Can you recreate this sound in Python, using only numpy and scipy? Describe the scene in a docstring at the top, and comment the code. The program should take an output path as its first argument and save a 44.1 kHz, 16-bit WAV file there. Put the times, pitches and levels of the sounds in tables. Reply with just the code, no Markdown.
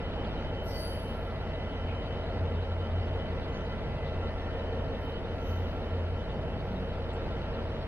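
"""A twelve-cylinder two-stroke diesel locomotive idles at a country station, heard from a bridge above.
Crank orders hum; the exhaust beats and the machinery clatters once per revolution. Auxiliaries whine
over the fan roar and a pump clinks at its own rate. Brake air escapes in short hisses, whistling at the
valve edges; a squeal and a faint thin tone near 15 kHz sound during the first hiss.
Light knocks, two metal ticks, low rumbles and a brief hum come and go."""
import sys
import numpy as np
from scipy import signal
from scipy.fft import rfft, irfft, next_fast_len
from scipy.io import wavfile
from scipy.ndimage import uniform_filter1d

SR = 44100
rng = np.random.default_rng(int(sys.argv[2]) if len(sys.argv) > 2 else 0)


def dump_mix(stems):
    """Bounce the given channels to the path in sys.argv[1] as a 16-bit WAV at rate SR."""
    frames = np.atleast_2d(stems).T  # one column per channel
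    limited = np.clip(frames, -1, 1)  # hard clip at full scale
    pcm = np.round(limited * 32767).astype(np.int16)
    wavfile.write(sys.argv[1], SR, pcm)


N = 347067
TIME = np.arange(N) / SR
CRANK_HZ = 5.72


def gain_of(db):
    """dB to amplitude."""
    return 10 ** (np.asarray(db) / 20)


def unit_rms(x):
    """Scale to rms 1."""
    return x / np.sqrt(np.mean(abs(x) ** 2) + 1e-30)


def log_interp(points, hz):
    """Interpolate (frequency, value) rows on a log-frequency axis."""
    f, value = np.transpose(points)
    return np.interp(np.log(hz + 1), np.log(f + 1), value)


def drift(hz, size=2048):
    """Complex random wander, rms about 1, low-passed at hz."""
    f = np.fft.fftfreq(size, N / SR / size)
    spectrum = np.exp(2j * np.pi * rng.random(size)) / np.sqrt(1 + (f / hz) ** 4)
    return np.interp(TIME, np.linspace(0, N / SR, size), unit_rms(np.fft.ifft(spectrum)))


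def stereo_field(hz):
    """Left/right coherence and the left channel's phase factor."""
    # (frequency [Hz], coherence [0-1], left lag [rad])
    field = [(25, 0.3, .02), (93, 0.95, 0.064), (289, 0.99, 0.11), (493, 0.88, 0.19), (690, 1, 0.66),
             (955, 0.81, 0.17), (1830, 0.87, 1.1), (2370, 0, 0.72), (2940, 1, 2.06), (3570, 0.85, 2.32),
             (4410, 0.5, 2.87), (6600, 0.57, 3.7), (7650, 0.76, 6.1), (14000, 0.1, 8.2)]
    f, coherence, lag_rad = np.transpose(field)
    left_phase = np.exp(-1j * log_interp(np.c_[f, lag_rad], hz))
    return np.clip(log_interp(np.c_[f, coherence], hz), 0, 1), left_phase


def from_right(x):
    """Mono to stereo: sound from the right reaches the left later."""
    length = next_fast_len(N + 512, True)
    _, left_phase = stereo_field(np.fft.rfftfreq(length, 1 / SR))
    return np.array([irfft(rfft(x, length) * left_phase, length)[:N], x])


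def noise(density, size=N):
    """Partly coherent stereo noise; density(hz) is amplitude per root Hz."""
    length = next_fast_len(size, True)
    hz = np.fft.rfftfreq(length, 1 / SR)
    a, b, c, d = rng.standard_normal((len(hz), 4)).T
    coherence, left_phase = stereo_field(hz)
    right = a + 1j * b
    left = (coherence * right + np.sqrt(1 - coherence ** 2) * (c + 1j * d)) * left_phase
    return irfft(np.array([left, right]) * density(hz), length)[:, :size] * np.sqrt(length * SR) / 2


def resonance(f, hz, width_hz):
    """Steep-sided peak of unit power."""
    half_hz = .8 * width_hz
    return np.sqrt(2 / (np.pi * half_hz)) / (1 + ((f - hz) / half_hz) ** 2)


def swell(t, rise_s, fall_db_s):
    """Gaussian rise to t = 0, then exponential decay."""
    return np.exp(-(np.minimum(t, 0) / rise_s) ** 2 / 2) * gain_of(-fall_db_s * np.maximum(t, 0))


def held(top_s, hold_s, rise_s, fall_db_s):
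    """Swell that stays at its top for hold_s."""
    t = TIME - top_s
    return swell(t - np.clip(t, 0, hold_s), rise_s, fall_db_s)


def bursts(rows, size=65536):
    """One swell of resonant noise per row."""
    out = np.zeros((2, N))
    for peak_s, hz, width_hz, db, rise_s, fall_db_s in rows:
        start = max(round(peak_s * SR) - size // 4, 0)
        t = TIME[start:start + size] - peak_s
        band = noise(lambda f: resonance(f, hz, width_hz), size)[:, :len(t)]
        out[:, start:start + size] += gain_of(db) * swell(t, rise_s, fall_db_s) * band
    return out


def flutter(x, depth_db):
    """Random gain in 500 Hz by 30 ms patches, mid and side independent; depth_db is a function of Hz."""
    hz, _, z = signal.stft(np.array([x[0] + x[1], x[0] - x[1]]) / 2, SR, nperseg=256)
    patches = uniform_filter1d(rng.standard_normal(z.shape), size=3, axis=1)
    patches = uniform_filter1d(patches, size=10, axis=2)
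    patches = unit_rms(patches - uniform_filter1d(patches, size=70, axis=2))
    mid, side = signal.istft(z * gain_of(depth_db(hz)[:, None] * patches), nperseg=256)[1][:, :N]
    return np.array([mid + side, mid - side])


def crank(wander=.00054):
    """Crankshaft angle in turns; the governor holds the speed almost constant."""
    hunting = drift(hz=2.1).real
    return np.cumsum(CRANK_HZ * (1 + wander * (hunting - hunting.mean()))) / SR


def revolution(turns, order_rms, size=16384):
    """Random-phase cycle of orders 1, 2, ..., repeated every turn."""
    spectrum = np.r_[0, order_rms * np.exp(2j * np.pi * rng.random(len(order_rms)))]
    cycle = irfft(spectrum, size) * size / np.sqrt(2)
    return np.interp(turns % 1, np.arange(size) / size, cycle, period=1)


def exhaust(turns, sixth_db=-46.5, ninth_db=-42, boom_rest_db=-41, sway_db=.2, limp_rad=.45):
    """Orders 6 and 9 drone; order 15 booms in swells and limps with the uneven firings."""
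    # (top [s], hold [s], level [dB])
    booms = [(1.84, .07, -41), (2.43, .02, -34), (2.57, .03, -34.5), (2.7, .16, -38), (2.95, .04, -33.5),
             (3.13, .02, -39), (4.18, .08, -42.5), (4.68, .12, -44.5), (5.51, .12, -37.5),
             (5.94, .2, -36.7)]
    sixth, ninth = [gain_of(db - sway_db * unit_rms(drift(hz=.88).real)) for db in (sixth_db, ninth_db)]
    surges = sum(gain_of(db) * held(s, hold_s, rise_s=.021, fall_db_s=204) for s, hold_s, db in booms)
    tone = lambda order: np.sqrt(2) * np.exp(2j * np.pi * (order * turns + rng.random()))
    drone = sixth * tone(6) + ninth * tone(9)
    shudder = 1 + .078 * drift(hz=10)
    limp = np.exp(1j * limp_rad * np.sin(2 * np.pi * turns))
    boom = (gain_of(boom_rest_db) + surges) * shudder * limp * tone(15)
    return from_right((drone + boom).real)


def chuff(turns, order=39, peak_turn=.34, level_db=-45, uneven_db=1.2):
    """One heavy beat of varying force per turn rings the exhaust; the tails overlap."""
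    since_s = ((turns - peak_turn + .25) % 1 - .25) / CRANK_HZ
    ring = np.sqrt(2) * np.exp(2j * np.pi * order * turns) * (1 + .35 * drift(hz=20))
    beats = sum(swell(since_s + k / CRANK_HZ, rise_s=.014, fall_db_s=230) for k in (-1, 0, 1, 2))
    force = gain_of(level_db + uneven_db * unit_rms(drift(CRANK_HZ).real))
    return from_right(force * beats * ring.real)


def machinery(turns, uneven_db=2, shimmer=.26):
    """Valve and injector clatter repeats every turn, pushed by the twelve firings."""
    # (crank order, level [dB])
    strong_orders = [(7, -57.5), (8, -60), (11, -56.5), (12, -58), (17, -58), (18, -57.5), (21, -62),
                     (24, -57), (27, -53.5), (32, -60.5), (36, -62), (47, -61.5), (48, -59), (63, -60),
                     (66, -58), (69, -62), (71, -62), (74, -58), (77, -60), (79, -57), (81, -51), (82, -58),
                     (83, -60), (84, -60.5), (87, -56), (92, -61), (96, -58), (99, -59.5), (101, -59),
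                     (104, -58.5), (110, -61.5), (111, -60), (112, -58), (113, -54), (114, -59),
                     (116, -60.5), (117, -62), (120, -62), (123, -65), (126, -63), (134, -65.5), (135, -64),
                     (141, -64.5), (142, -65), (144, -64), (149, -66.5), (151, -65), (153, -67), (156, -64),
                     (158, -64.5), (160, -69), (173, -70), (176, -69.5), (226, -70.5), (227, -71.5),
                     (236, -68.5), (238, -68.5), (246, -70)]
    # other orders: (frequency [Hz], level per order [dB])
    clatter_spectrum = [(25, -58), (130, -70), (230, -60.5), (320, -78.5), (450, -61.5), (620, -61),
                        (740, -70), (880, -74), (1150, -82), (1400, -78), (1900, -81), (2400, -91.5)]
    orders = np.arange(1, 520)
    clatter = gain_of(log_interp(clatter_spectrum, orders * CRANK_HZ))
    clatter *= unit_rms(gain_of(uneven_db * rng.standard_normal(len(orders))))
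    strong = np.zeros(len(orders))
    for order, db in strong_orders:
        strong[order - 1] = gain_of(db)
    exhaust_range = (orders <= 6) | np.isin(orders, [9, 14, 15, 16])
    clatter[exhaust_range | (strong > 0)] = 0
    angle = 2 * np.pi * turns
    # unequal cylinders lope once and twice per turn
    firing = unit_rms(1 + .08 * np.cos(12 * angle) - .1 * np.cos(angle) + .05 * np.sin(2 * angle))
    direct = revolution(turns, clatter) * firing + revolution(turns, strong)
    # wavering reflections off the cutting, from the opposite side
    reflected = sum(shimmer * drift(hz=1).real * revolution(turns, clatter + strong) for _ in range(3))
    return from_right(direct) + from_right(reflected)[::-1]


def churn(x, depth_db=1.13, centre_hz=620, spread_hz=330):
    """The midrange surges in random clumps of about 1/6 s."""
    hz, _, z = signal.stft(x, SR, nperseg=1024)
    clumps = uniform_filter1d(rng.standard_normal(z.shape[1:]), size=7, axis=0)
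    clumps = unit_rms(uniform_filter1d(clumps, size=14, axis=1))
    band_db = depth_db / (1 + ((hz[:, None] - centre_hz) / spread_hz) ** 4)
    return signal.istft(z * gain_of(band_db * clumps), nperseg=1024)[1][:, :N]


def roar(turns, fizz_hz=1500, hiss_hz=5600, flutter_db=4, dulling_db_s=.04, sway_db=1.2):
    """Fan and exhaust flow noise; below a steady hiss it throbs in a pattern repeating every turn."""
    # (frequency [Hz], density [dB/Hz])
    flow_spectrum = [(12, -64), (40, -66.5), (90, -62.5), (170, -66.5), (300, -70.5), (480, -73.5),
                     (700, -76.5), (880, -76), (1150, -81), (2200, -86), (3050, -89), (3400, -90.5),
                     (3900, -92), (4300, -95.5), (4800, -98.5), (6000, -109.0), (6800, -120.9),
                     (9000, -115.3), (13000, -120.7), (15000, -137.7)]
    below = lambda f, hz: 1 / (1 + (f / hz) ** 8)

    def band(share):
        return noise(lambda f: gain_of(log_interp(flow_spectrum, f)) * np.sqrt(np.maximum(share(f), 0)))

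    body = band(lambda f: below(f, fizz_hz))
    fizz = band(lambda f: below(f, hiss_hz) - below(f, fizz_hz))
    hiss = band(lambda f: 1 - below(f, hiss_hz))
    throb_orders = np.isin(np.arange(1, 17), [8, 11, 14, 15])
    throb = unit_rms(1 + .11 * unit_rms(revolution(turns, throb_orders)))
    # a random patchy flutter is laid over 3-5 kHz
    fizz = flutter(fizz, lambda f: flutter_db / (1 + ((f - 4200) / 1250) ** 4))
    fizz *= gain_of(-dulling_db_s * (TIME - TIME.mean()))
    return (body + fizz) * throb * gain_of(sway_db * drift(hz=1).real) + hiss


def whines(turns, lift_db=1.8, wander_hz=2, scatter=.3, throb_db=1.1, peak_turn=.33):
    """Three auxiliaries whine, blurred by reflections, over singing gears and pipes; all throb per turn."""
    # name: (frequency [Hz], width [Hz], fuzz share [0-1], left lag [rad])
    tones = {"thin": (1807, 6, .1, 1.1), "middle": (2010, 9, .07, 1.3), "high": (3049.8, 10, .04, 2.3)}
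    # name: (time [s], level before lift [dB])
    levels = {"thin": [(0, -72), (4.2, -72), (4.32, -61), (5.03, -61), (5.12, -70), (7.87, -73)],
              "middle": [(0, -58), (.36, -65), (.66, -62), (.78, -54), (.88, -63), (1.12, -64),
              (1.65, -57.5), (1.88, -62), (2.5, -60.5), (2.76, -68), (3.0, -60.5), (3.6, -58.5),
              (4.44, -60.5), (4.6, -66), (4.92, -64), (7.87, -68)], "high": [(0, -56), (.77, -56),
              (1.12, -57), (1.28, -62), (1.5, -61), (1.75, -56.5), (2.2, -55.5), (2.42, -65), (2.64, -58.5),
              (3.27, -55.5), (3.33, -63), (3.55, -58), (3.74, -57.5), (3.8, -65), (4.2, -59), (4.36, -64),
              (4.62, -56), (4.86, -61), (5.17, -53), (5.21, -63), (5.52, -57.5), (5.68, -62), (6.44, -60.5),
              (6.76, -66), (6.9, -61), (7.24, -66), (7.44, -62), (7.87, -64)]}
    # (frequency [Hz], width [Hz], level [dB])
    gears_and_pipes = [(1345, 30, -67), (1415, 30, -67), (1439.7, 2, -66.5), (2260, 10, -75),
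                       (2680, 5, -66), (2841, 4, -72.5), (2945, 3, -76), (2980, 14, -68), (3085, 40, -69),
                       (3680, 90, -74), (4600, 40, -79), (5020, 30, -83), (5566, 10, -79), (5685, 10, -84),
                       (6029, 8, -86), (6099, 8, -82.5)]
    direct, scattered = np.zeros((2, N)), np.zeros((2, N))
    for name, (hz, width_hz, fuzz, lag_rad) in tones.items():
        level = gain_of(lift_db + np.interp(TIME, *np.transpose(levels[name])))
        cycles = np.cumsum(hz + wander_hz * drift(hz=2.25).real) / SR
        tone = level * np.sqrt(2) * np.exp(2j * np.pi * cycles)
        blur = np.sqrt(1 - fuzz) + np.sqrt(fuzz) * drift(width_hz)
        direct += (tone * blur * np.exp([[-1j * lag_rad], [0]])).real
        scattered += (tone * np.array([drift(width_hz), drift(width_hz)])).real
    singing = noise(lambda f: np.sqrt(sum((gain_of(db) * resonance(f, hz, width_hz)) ** 2
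                                          for hz, width_hz, db in gears_and_pipes)))
    throb = gain_of(throb_db * np.cos(2 * np.pi * (turns - peak_turn)))
    return (direct + scatter * scattered + singing) * throb


def pump(stroke_hz=7.791, ring_hz=1353, level_db=-54.2, uneven_db=1):
    """Each stroke strikes the same metal ring, which decays under the next."""
    # harder and softer spells: (top [s], hold [s], lift [dB])
    spells = [(.75, .25, -4), (1.16, .26, 4.5), (1.29, 0, 2.5), (1.68, .25, 3), (2.83, 0, 3), (3.1, .3, -4),
              (3.72, .26, 2.5), (4.24, 0, 3), (4.24, .26, 4), (5.01, .64, 3), (5.52, 0, 4), (6.17, 0, 3.5),
              (6.65, .25, -2), (7.19, 0, 3), (7.57, 0, 6)]
    since_s = ((stroke_hz * TIME - .02) % 1 + np.arange(-1, 3)[:, None]) / stroke_hz
    clinks = swell(since_s, rise_s=.011, fall_db_s=150) * np.exp(2j * np.pi * ring_hz * since_s)
    ring = np.sqrt(2) * clinks.sum(0)
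    lift_db = sum(db * held(s, hold_s, rise_s=.04, fall_db_s=170) for s, hold_s, db in spells)
    force = gain_of(level_db + lift_db + uneven_db * unit_rms(drift(stroke_hz).real))
    roughness = 1 + .3 * drift(hz=25)
    return from_right(force * (ring * roughness).real)


def knocks(width_hz=260, rise_s=.008, fall_db_s=320):
    """Short bright knocks in the clatter, from straight ahead."""
    # (peak [s], frequency [Hz], level [dB])
    hits = [(0.134, 4390, -69), (1.139, 3960, -64.2), (1.196, 4050, -68), (1.728, 3360, -61.1),
            (2.242, 4050, -66), (2.56, 3620, -62.3), (2.627, 3960, -64), (2.823, 3650, -63.6),
            (3.026, 5000, -70.3), (4.078, 3620, -62.3), (4.078, 4050, -64.2), (4.522, 3620, -64),
            (5.126, 3960, -63), (5.142, 4390, -67.3), (5.251, 3620, -63), (6.294, 3620, -63.5),
            (6.957, 3530, -62), (7.174, 3620, -65)]
    return bursts([(s, hz, width_hz, db, rise_s, fall_db_s) for s, hz, db in hits], size=8192)[0]


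def brake_air(sputter_db=1, grain_db=2):
    """Escaping air hisses in grainy puffs, with narrow high tones on top."""
    # (peak [s], level [dB], rise [s], fall [dB/s])
    puffs = [(.69, -102, 0.023, 55), (.81, -101, 0.063, 49), (5.54, -120, 0.14, 60)]
    # (frequency [Hz], relative level [dB])
    air_spectrum = [(3000, -7), (4200, 12), (5600, 7), (6400, 2.5), (7100, -23), (8000, -2), (9600, -1),
                    (10800, -1), (11700, 5), (12400, 3), (13800, 3), (14600, -3), (15500, -5)]
    # valve-edge whistles below 14 kHz; also a faint thin tone near 15 kHz during the first hiss
    # (peak [s], frequency [Hz], width [Hz], level [dB], rise [s], fall [dB/s])
    high_tones = [(.71, 5680, 60, -58.5, 0.025, 80), (.73, 5080, 120, -61, .035, 100),
                  (.78, 4500, 45, -55, .045, 90), (.665, 11400, 80, -63, 0.022, 55),
                  (.67, 11960, 50, -68, 0.025, 40), (.86, 10120, 80, -57, 0.06, 65),
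                  (.8, 9060, 60, -64.5, .035, 70), (.85, 9690, 70, -64.5, .06, 55),
                  (.79, 8450, 60, -76, .04, 60), (.76, 12800, 50, -73, .05, 50),
                  (.8, 13600, 70, -71, .05, 45), (.78, 15100, 150, -73, .05, 50),
                  (1.205, 13150, 70, -73, .008, 157), (3.57, 6100, 25, -70, 0.043, 80),
                  (5.05, 11600, 160, -73, 0.043, 150), (5.5, 5900, 480, -65.5, .08, 56),
                  (5.50, 11930, 160, -67.5, 0.054, 55), (5.55, 12350, 300, -75, .07, 80),
                  (6.72, 13600, 400, -81, .08, 33)]
    flow = np.sqrt(sum((gain_of(db) * swell(TIME - s, rise_s, fall_db_s)) ** 2
                       for s, db, rise_s, fall_db_s in puffs))
    air = noise(lambda f: gain_of(log_interp(air_spectrum, f)))
    hiss = flow * flutter(air, lambda f: np.full(len(f), grain_db))
    return (hiss + bursts(high_tones)) * gain_of(sputter_db * drift(hz=16).real)


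def brake_squeal(hz=4565, level_db=-49.3, echo_db=-5, width_hz=40):
    """One note rings through the first air release, blurred by diffuse echoes."""
    tone = np.sqrt(2) * np.exp(2j * np.pi * hz * TIME)
    echoes = (tone * np.array([drift(width_hz), drift(width_hz)])).real
    envelope = gain_of(level_db) * held(top_s=.78, hold_s=.07, rise_s=.05, fall_db_s=80)
    return envelope * unit_rms(from_right(tone.real) + gain_of(echo_db) * echoes)


def metal_ticks():
    """A small metal scuff, later a sharp tick."""
    # (peak [s], frequency [Hz], width [Hz], level [dB], rise [s], fall [dB/s])
    ticks = [(1.895, 2450, 447, -48.5, 0.013, 168), (7.135, 7800, 1000, -67.5, .002, 702)]
    return bursts(ticks)


def rumbles():
    """Soft swells of low noise."""
    # (peak [s], frequency [Hz], width [Hz], level [dB], rise [s], fall [dB/s])
    low_swells = [(2.48, 107, 18, -40, 0.076, 44), (2.49, 550, 100, -43, 0.034, 101),
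                  (2.95, 93, 14, -45, 0.054, 52), (3.93, 124, 61, -38.5, 0.065, 56),
                  (6.38, 131, 68, -37.5, 0.097, 33)]
    return bursts(low_swells)


def hollow_hum(peak_s=6.77, hz=185, level_db=-40.5):
    """A low note swells once."""
    envelope = gain_of(level_db) * swell(TIME - peak_s, rise_s=.07, fall_db_s=70)
    return from_right(envelope * np.sqrt(2) * np.sin(2 * np.pi * hz * TIME))


def scene():
    """Five layers locked to one crankshaft, plus the independently timed sounds."""
    turns = crank()
    engine = exhaust(turns) + chuff(turns) + churn(machinery(turns)) + roar(turns) + whines(turns)
    return engine + pump() + knocks() + brake_air() + brake_squeal() + metal_ticks() + rumbles() + hollow_hum()


def record(dry):
    """Low-pass at 15.6 kHz."""
    lowpass = signal.firwin(511, 15600, window=("kaiser", 9), fs=SR)
    return signal.oaconvolve(dry, lowpass[None], "same")


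dry = scene()
out = record(dry)
dump_mix(out)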